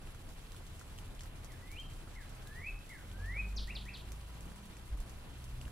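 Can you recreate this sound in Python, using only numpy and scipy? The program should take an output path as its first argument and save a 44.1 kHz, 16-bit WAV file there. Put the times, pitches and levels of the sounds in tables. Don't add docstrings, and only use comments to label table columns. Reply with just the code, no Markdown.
import sys
import numpy as np
from scipy import signal
from scipy.fft import rfft, irfft
from scipy.io import wavfile
from scipy.ndimage import uniform_filter1d

SR = 44100
rng = np.random.default_rng(int(sys.argv[2]) if len(sys.argv) > 2 else 0)


def to_wav(sig):
    pcm = np.clip(np.atleast_2d(sig), -1, 1) * 32767
    pcm = np.round(pcm).astype(np.int16)
    wavfile.write(sys.argv[1], SR, pcm.T)


N = 251811


def amp(db):
    return 10 ** (np.asarray(db) / 20)


def evened(x):
    return x / np.sqrt(np.mean(x ** 2) + 1e-20)


def read(points, hz):
    f, value = np.transpose(points)
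    return np.interp(np.log(hz + 1), np.log(f + 1), value)


def add(mix, s, sound):
    part = mix[round(s * SR):][:len(sound)]
    part += sound[:len(part)]


def wander(top_hz):
    noise = rfft(rng.standard_normal(N))
    keep_slow = np.exp(-(np.fft.rfftfreq(N, 1 / SR) / top_hz) ** 2)
    return evened(irfft(noise * keep_slow, N))


# (frequency [Hz], relative level per Hz [dB])
HISS_COLOUR = [(18, -20), (30, -10), (58, -4.5), (110, -7.5), (220, -15), (480, -21), (1100, -23.5),
               (2000, -27.5), (3000, -27.5), (4300, -32.5), (5900, -39.5), (8000, -34.5), (10500, -32),
               (12500, -36.5), (15500, -44), (16200, -74)]
HISS_DB = -53


def hiss():
    frames, hz = N // 128 + 5, np.fft.rfftfreq(512, 1 / SR)
    real_1, imag_1, real_2, imag_2, patches = rng.standard_normal((frames, 257, 5)).T
    flicker = evened(uniform_filter1d(rng.standard_normal(frames), 10))
    patches = uniform_filter1d(patches, 24, 0)
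    patches = evened(uniform_filter1d(patches, 12, 1))
    treble = np.clip(hz / 6000, 0, 1)[:, None]
    level_db = 1.14 * patches + 1.43 * treble * flicker
    spectra = np.array([real_1 + 1j * imag_1, real_2 + 1j * imag_2]) * amp(level_db)
    noise = signal.istft(spectra, nperseg=512, noverlap=384)[1][:, :N]
    colour = amp(read(HISS_COLOUR, np.fft.rfftfreq(N, 1 / SR)))
    return amp(HISS_DB) * evened(irfft(rfft(noise) * colour, N))


# (time [s], level added at the peak [dB], time to fade by a factor e [s])
GUST_PEAKS = [(.2, -57, .12), (1.9, -58, .4), (3.62, -46, .07), (4.97, -49, .055), (5.6, -53, .07)]
# (time [s], peak level [dB], swing [Hz], length [s])
BUFFETS = [(2.74, -40, 38, .03), (5.55, -38, 50, .012), (5.67, -40, 45, .015), (4.937, -32, 52, .016),
           (5.001, -33, 33, .013)]
BREEZE_DB = -57.5


def wind():
    t = np.arange(N) / SR
    band = signal.butter(N=2, Wn=[14, 32], btype="band", fs=SR, output="sos")
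    rumble = evened(signal.sosfilt(band, rng.standard_normal((2, N))))
    gusts = sum(amp(db) * np.exp(-abs(t - s) / width) for s, db, width in GUST_PEAKS)
    both, apart = rumble * (amp(BREEZE_DB) + gusts)
    for s, db, hz, length in BUFFETS:
        bump = np.exp(-((t - s) / length) ** 2 / 2)
        both = both + amp(db) * bump * np.cos(2 * np.pi * hz * (t - s))
    return both + 0.21 * apart * [[1], [-1]]


# (time [s], firing rate [Hz], level before orders and pipe [dB])
ENGINE = [(0, 34.78, -57), (.5, 35.64, -55.5), (1.3, 35.52, -52.5), (2, 34.7, -52.5), (2.7, 35.6, -54),
          (2.879, 36.17, -64), (3.049, 41.56, -56), (3.239, 45.2, -45), (3.45, 50.4, -43),
          (3.8, 51.26, -44.5), (3.93, 52.55, -53.5), (4.2, 54.84, -47), (4.45, 55.9, -52.5),
          (4.62, 57.06, -58), (5, 59.8, -55.5), (5.3, 61.26, -53), (5.71, 63.55, -49.5)]
ENGINE_ORDERS = np.array([2, 3, 4, 5, 6, 7, 8, 9]) / 2
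IDLE_DB = [0.3, -12, -3, -12.5, -19, -11, -15, -11.5]
PULL_DB = [3.9, -11.5, -7, -27, -21, -24.5, -32.5, -29.5]
# (frequency [Hz], gain [dB])
PIPE = [(30, 1.8), (72, -5.5), (89, 6), (107, -11), (126, 4), (145, -14.5), (166, -2.5), (182, -14.5),
        (202, 10.5), (260, -13)]
IDLE_HZ, PULL_HZ = 36.8, 40.6
LOPE_FIRINGS, LOPE_DB, LOPE_LAG = 6, 7, .33
WAVER_DB, WAVER_HZ = 1.65, 8.3


def engine():
    s, hz, db = np.transpose(ENGINE)
    t = np.arange(N) / SR
    rate, level_db = np.interp(t, s, hz), np.interp(t, s, db)
    firings = np.cumsum(rate) / SR
    load = np.clip((rate - IDLE_HZ) / (PULL_HZ - IDLE_HZ), 0, 1)
    lope = LOPE_DB * (1 - load) * np.cos(2 * np.pi * (firings / LOPE_FIRINGS - LOPE_LAG))
    out = 0
    for order, idle, pull in zip(ENGINE_ORDERS, IDLE_DB, PULL_DB):
        throb = lope * (order == 5 / 2)
        timbre_db = idle + (pull - idle) * load + read(PIPE, order * rate)
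        order_db = level_db + timbre_db + throb + WAVER_DB * wander(WAVER_HZ)
        sine = np.sin(2 * np.pi * (order * firings + rng.random()))
        out = out + np.sqrt(2) * amp(order_db) * sine
    return out


def drip(snap_db, hz, ring_db, snap_hz, spray_s, spray_db):
    t = np.arange(4096) / SR
    spray = amp(spray_db) * np.exp(-t / max(spray_s, .002))
    burst = rng.standard_normal((2, len(t))) * (np.exp(-t / 0.00018) + spray)
    f = np.fft.rfftfreq(len(t), 1 / SR)
    colour = np.exp(-(np.log2((f + 1) / snap_hz) / 1.3) ** 2 - (f / 14000) ** 4)
    snap = irfft(rfft(burst) * colour / np.sqrt(np.mean(colour ** 2)), len(t))
    ring = np.sin(2 * np.pi * hz * t) * np.exp(-t * hz / 2.1) * (1 - np.exp(-t / 0.000079))
    return amp(snap_db) * snap + amp(ring_db) * ring / np.std(ring[:SR // 200])


# (time [s], snap level [dB], snap centre [Hz], ring pitch [Hz], ring level in its first 5 ms [dB])
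DRIPS = [(.073, -66, 7000, 2900, -59), (0.1476, -51, 10500, 1370, -61.5), (0.29, -46, 6930, 1780, -66),
         (0.47, -66, 6600, 4200, -66), (.52, -44, 10100, 3970, -60), (0.546, -58, 8440, 1390, -59),
         (0.5648, -46, 11000, 3320, -57.5), (.6669, -47, 8860, 4300, -66), (0.7952, -44, 7180, 1402, -76),
         (0.8132, -51, 8220, 1420, -55), (.9795, -46, 10800, 3050, -61), (.9874, -46, 8030, 3070, -51.5),
         (1.1493, -51, 9510, 1551, -77), (1.194, -49, 9190, 3170, -54), (1.208, -37, 5700, 1900, -59),
         (1.2354, -46, 8000, 1860, -66), (1.258, -51, 11500, 1940, -66), (1.359, -54, 8440, 2340, -70),
         (1.4458, -39, 7160, 1140, -76), (1.5199, -50, 9390, 3614, -63), (1.716, -39, 12000, 3530, -74),
         (1.799, -49, 10100, 3440, -64), (1.9006, -50, 10200, 3610, -71), (1.935, -50, 9610, 3810, -71),
         (2.075, -66, 8130, 1310, -58.5), (2.151, -53, 8690, 4100, -70), (2.2935, -49, 8050, 1560, -75),
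         (2.4215, -53, 7050, 4080, -72), (2.4727, -42, 12300, 3830, -58), (2.7901, -55, 10800, 4700, -67),
         (2.8625, -55, 7100, 3540, -68), (2.8928, -44, 10700, 4570, -68), (3.1155, -57, 6890, 3400, -57.5),
         (3.2589, -53, 9640, 3520, -68), (3.6733, -45, 8990, 4470, -56), (3.8542, -48, 8800, 3970, -69),
         (3.9718, -45, 8600, 4100, -70), (4.12, -38, 8780, 2370, -60), (4.408, -44, 8760, 2894, -73),
         (4.455, -48, 11290, 1130, -65), (4.518, -57, 7960, 1620, -58), (4.559, -48, 9430, 1100, -70),
         (4.6555, -49, 10760, 1061, -64), (4.7686, -46, 8980, 2564, -59), (4.9733, -49, 11500, 1150, -67),
         (5.003, -44, 9500, 1049, -62), (5.0959, -42.5, 8180, 1051, -67), (5.442, -44.5, 9670, 1244, -74),
         (5.6141, -43.5, 8055, 2905, -53.5), (5.654, -56, 9720, 2874, -56), (5.6798, -52, 11370, 1652, -56)]
PATTER_PER_S, PATTER_DB = 250, -67.5
SPRAY_S, SPRAY_DB, SPRAY_SLOPE, USUAL_SNAP_DB = .018, -11.5, -.55, -48


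def drips():
    patter, loud = np.zeros((2, 2, N))
    for hz in np.geomspace(2000, 13000, num=24):
        falls_now = rng.random(N) < PATTER_PER_S / 24 / SR
        size = amp(2.9 * np.minimum(rng.exponential(1, N), 3)) * falls_now
        grain = drip(0, hz / 2, -39.5, hz, rng.uniform(0.0079, 0.053), -14.5)
        patter += signal.oaconvolve(size[None], grain, axes=1)[:, :N]
    for s, snap_db, snap_hz, hz, ring_db in DRIPS:
        spray_db = SPRAY_DB + SPRAY_SLOPE * (snap_db - USUAL_SNAP_DB)
        add(loud.T, s, drip(snap_db, hz, ring_db, snap_hz, SPRAY_S, spray_db).T)
    return loud + amp(PATTER_DB) * evened(patter)


# (frequency [Hz], left-right likeness [0 to 1], lead of right [radians], left over right [dB])
PORTS = [(30, .88, 0, 0), (150, .8, 0, 0), (330, .58, 0, -1.5), (600, .6, .3, 1.5), (950, .55, .9, -2),
         (1250, .45, -.5, -3), (1550, .65, -1, 1), (1950, .3, -1, 7), (2150, .35, 1.3, 6),
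         (3000, .72, 1.9, -4), (3750, .3, 2.2, -9), (4000, .25, 4.9, -8), (4700, .42, 5, -3),
         (5900, .15, 6.8, 3), (6500, .3, 7.9, 4), (8000, .62, 8.5, 0), (10000, .68, 8.8, -3),
         (13000, .55, 9.3, -7), (16000, .35, 10, -9)]


def ports(near, other):
    f, *columns = np.transpose(PORTS)
    same, lead, tilt_db = (np.interp(np.fft.rfftfreq(N, 1 / SR), f, c) for c in columns)
    left = rfft(near)
    right = same * left * np.exp(1j * lead) + np.sqrt(1 - same ** 2) * rfft(other)
    share = 2 / (1 + amp(-2 * tilt_db))
    return irfft([left * np.sqrt(share), right * np.sqrt(2 - share)], N)


def tone(rows):
    s, hz, db = np.transpose(rows)
    t = np.arange(s[0], s[-1], 1 / SR)
    pitch = uniform_filter1d(np.interp(t, s, hz), 150, mode="nearest")
    sine = np.sqrt(2) * np.sin(2 * np.pi * np.cumsum(pitch) / SR)
    soft_ends = signal.windows.tukey(len(t), min(1, 400 / len(t)))
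    return s[0], amp(np.interp(t, s, db)) * sine * soft_ends


# (time of top [s], fall [s], top pitch [Hz], level at top [dB], change over the fall [dB],
#                 gain into early echoes [dB], gain into late echoes [dB])
FALLS = [(1.487, 0.061, 2260, -65, -2, 2, .2), (2.165, 0.075, 2210, -55.5, -11, 1.5, .2),
         (2.905, 0.16, 2232, -52.5, -27.5, 2, .6)]
HOOK_S, HOOK_HZ, HOOK_DB = .017, 356, -16
DROP_HZ, SETTLE_S = 992, .065


def fall(top_s, fall_s, top_hz, level_db, fade_db):
    s = np.linspace(-HOOK_S, fall_s, num=40)
    before, after = np.maximum(-s / HOOK_S, 0), np.maximum(s, 0)
    hz = top_hz - HOOK_HZ * before - DROP_HZ * (1 - np.exp(-after / SETTLE_S))
    return np.c_[top_s + s, hz, level_db + HOOK_DB * before + fade_db * after / fall_s]


ECHO_S = [.00352, .01148, .027, .036, .05, .0555, .063, .085, .099, .118, .19]
ECHO_DB = [-12, -13, -20, -18, -7.5, -12.5, -19, -21, -19, -19, -26]
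# (from [s], to [s], level [dB], time to fade by 60 dB [s])
FOLIAGE = [(.004, 0.099, -5.5, 0.35), (.004, 0.42, -9, 0.52)]
FAR_S = .045


def garden(direct, near, far):
    t, taps = np.arange(SR // 2) / SR, np.zeros((2, SR // 2))
    for s, db in zip(ECHO_S, ECHO_DB):
        taps[:, round(s * SR)] += amp(db)
    dull = signal.butter(N=2, Wn=3300, fs=SR, output="sos")
    taps = signal.sosfiltfilt(dull, taps)
    for start, end, db, t60 in FOLIAGE:
        sparse = rng.standard_normal((2, len(t))) * (rng.random((2, len(t))) < .06)
        sparse *= (t > start) * np.clip((end - t) / 0.025, 0, 1) * amp(-60 * t / t60)
        pair = sparse[0] + 0.011 * sparse[1] * [[1], [-1]]
        taps += amp(db) * pair / np.linalg.norm(sparse[0])
    early = signal.fftconvolve(near[None], taps * (t < FAR_S), axes=1)
    late = signal.fftconvolve(far[None], taps * (t >= FAR_S), axes=1)
    return direct + (early + late)[:, :N]


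# (start [s], rise [s], low pitch [Hz], top pitch [Hz], bend [power], hold [s],
#                sag over the hold [Hz], change over the hold [dB], effort [dB],
#                gain into early echoes [dB], gain into late echoes [dB])
RISES = [(1.621, .148, 1936, 2506, 1.8, 0.0022, 5, -.5, -53.5, 0, 0),
         (1.767, 0.026, 2510, 3175, 0.64, 0.033, 31, -9, -45.5, -20, 0.5),
         (2.409, 0.27, 1538, 2635, 4, 0.05, 182, -24, -43.5, 1, 1),
         (3.108, 0.29, 1485, 2545, 3.5, 0.028, 77, -17, -37.5, -2, -3),
         (3.673, .041, 1770, 2795, 2.036, 0.017, 15, -8, -43, -1, -1),
         (3.855, .04, 1784, 2673, 2.07, 0.0075, 5, -12, -47, 3.5, 2)]
# (pitch [Hz], gain [dB])
RISE_COLOUR = [(1470, -30.5), (1650, -22), (1790, -15), (1900, -9.5), (2100, -13), (2320, -7), (2600, 0.3),
               (2800, -10), (3180, -1.2)]
STEADY = .42


def rise(start, rise_s, low_hz, top_hz, bend, hold_s, sag_hz, fade_db, effort_db):
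    s = np.linspace(0, rise_s + hold_s, num=60)
    climbed = np.minimum(s / rise_s, 1)
    held = np.clip((s - rise_s) / max(hold_s, .001), 0, 1)
    curve = STEADY * climbed + (1 - STEADY) * climbed ** bend
    hz = low_hz + (top_hz - low_hz) * curve - sag_hz * held
    return np.c_[start + s, hz, effort_db + read(RISE_COLOUR, hz) + fade_db * held ** 1.6]


# (from [s], to [s], middle pitch [Hz], level before the swell [dB])
HUMS = [(3.05, 3.3, 190, -62), (3.32, 4.1, 195, -60), (4.3, 4.85, 165, -61), (4.48, 4.75, 202, -59),
        (3.55, 4.5, 127, -60), (3.5, 6.6, 986, -73.5)]
HUM_WAVER_HZ = 1.2


def hums():
    out, t = np.zeros(N), np.arange(N) / SR
    for start, end, hz, db in HUMS:
        u = np.clip((t - start) / (end - start), 0, 1)
        swell = np.minimum(1, 7 * u) * (1 - u) ** 0.5
        pitch = hz + HUM_WAVER_HZ * wander(4.1)
        out += np.sqrt(2) * amp(db) * swell * np.sin(2 * np.pi * np.cumsum(pitch) / SR)
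    return out


# (start [s], length [s], glide from [Hz], glide to [Hz], overshoot added at first [Hz],
#               overshoot decay [s], favoured pitch [Hz], level before losses [dB],
#               gain into early echoes [dB], gain into late echoes [dB])
CHIPS = [(3.558, .044, 4400, 2330, 3000, .016, 4550, -42.3, 4.5, 4),
         (3.746, .036, 5250, 2450, 2300, .003, 3950, -45, 1.5, .5),
         (3.932, .037, 5200, 2470, 2300, .003, 3950, -50.5, 3.5, 3)]
CHIP_DB_PER_OCT2 = -38
PLUNGE_DB = -.035


def chip(start, length, high_hz, low_hz, over_hz, over_s, favoured_hz, level_db):
    s = np.linspace(0, length, num=30)
    over = over_hz * np.exp(-s / over_s)
    hz = high_hz + (low_hz - high_hz) * s / length + over
    pitch_loss_db = CHIP_DB_PER_OCT2 * np.log2(hz / favoured_hz) ** 2
    plunge_loss_db = PLUNGE_DB * over / over_s / 1000
    return np.c_[start + s, hz, level_db + pitch_loss_db + plunge_loss_db]


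def scene():
    bird = np.zeros((3, N))
    for shape, table in ((fall, FALLS), (rise, RISES), (chip, CHIPS)):
        for *row, near_db, far_db in table:
            s, note = tone(shape(*row))
            add(bird.T, s, note[:, None] * amp([0, near_db, far_db]))
    return garden(*bird) + engine() + hums() + wind() + ports(*(hiss() + drips()))


EDGE_HZ = 15850


def record(dry):
    low_pass = signal.firwin(511, EDGE_HZ, window=("kaiser", 9), fs=SR)
    return signal.oaconvolve(dry, low_pass[None], "same")


dry = scene()
out = record(dry)
to_wav(out)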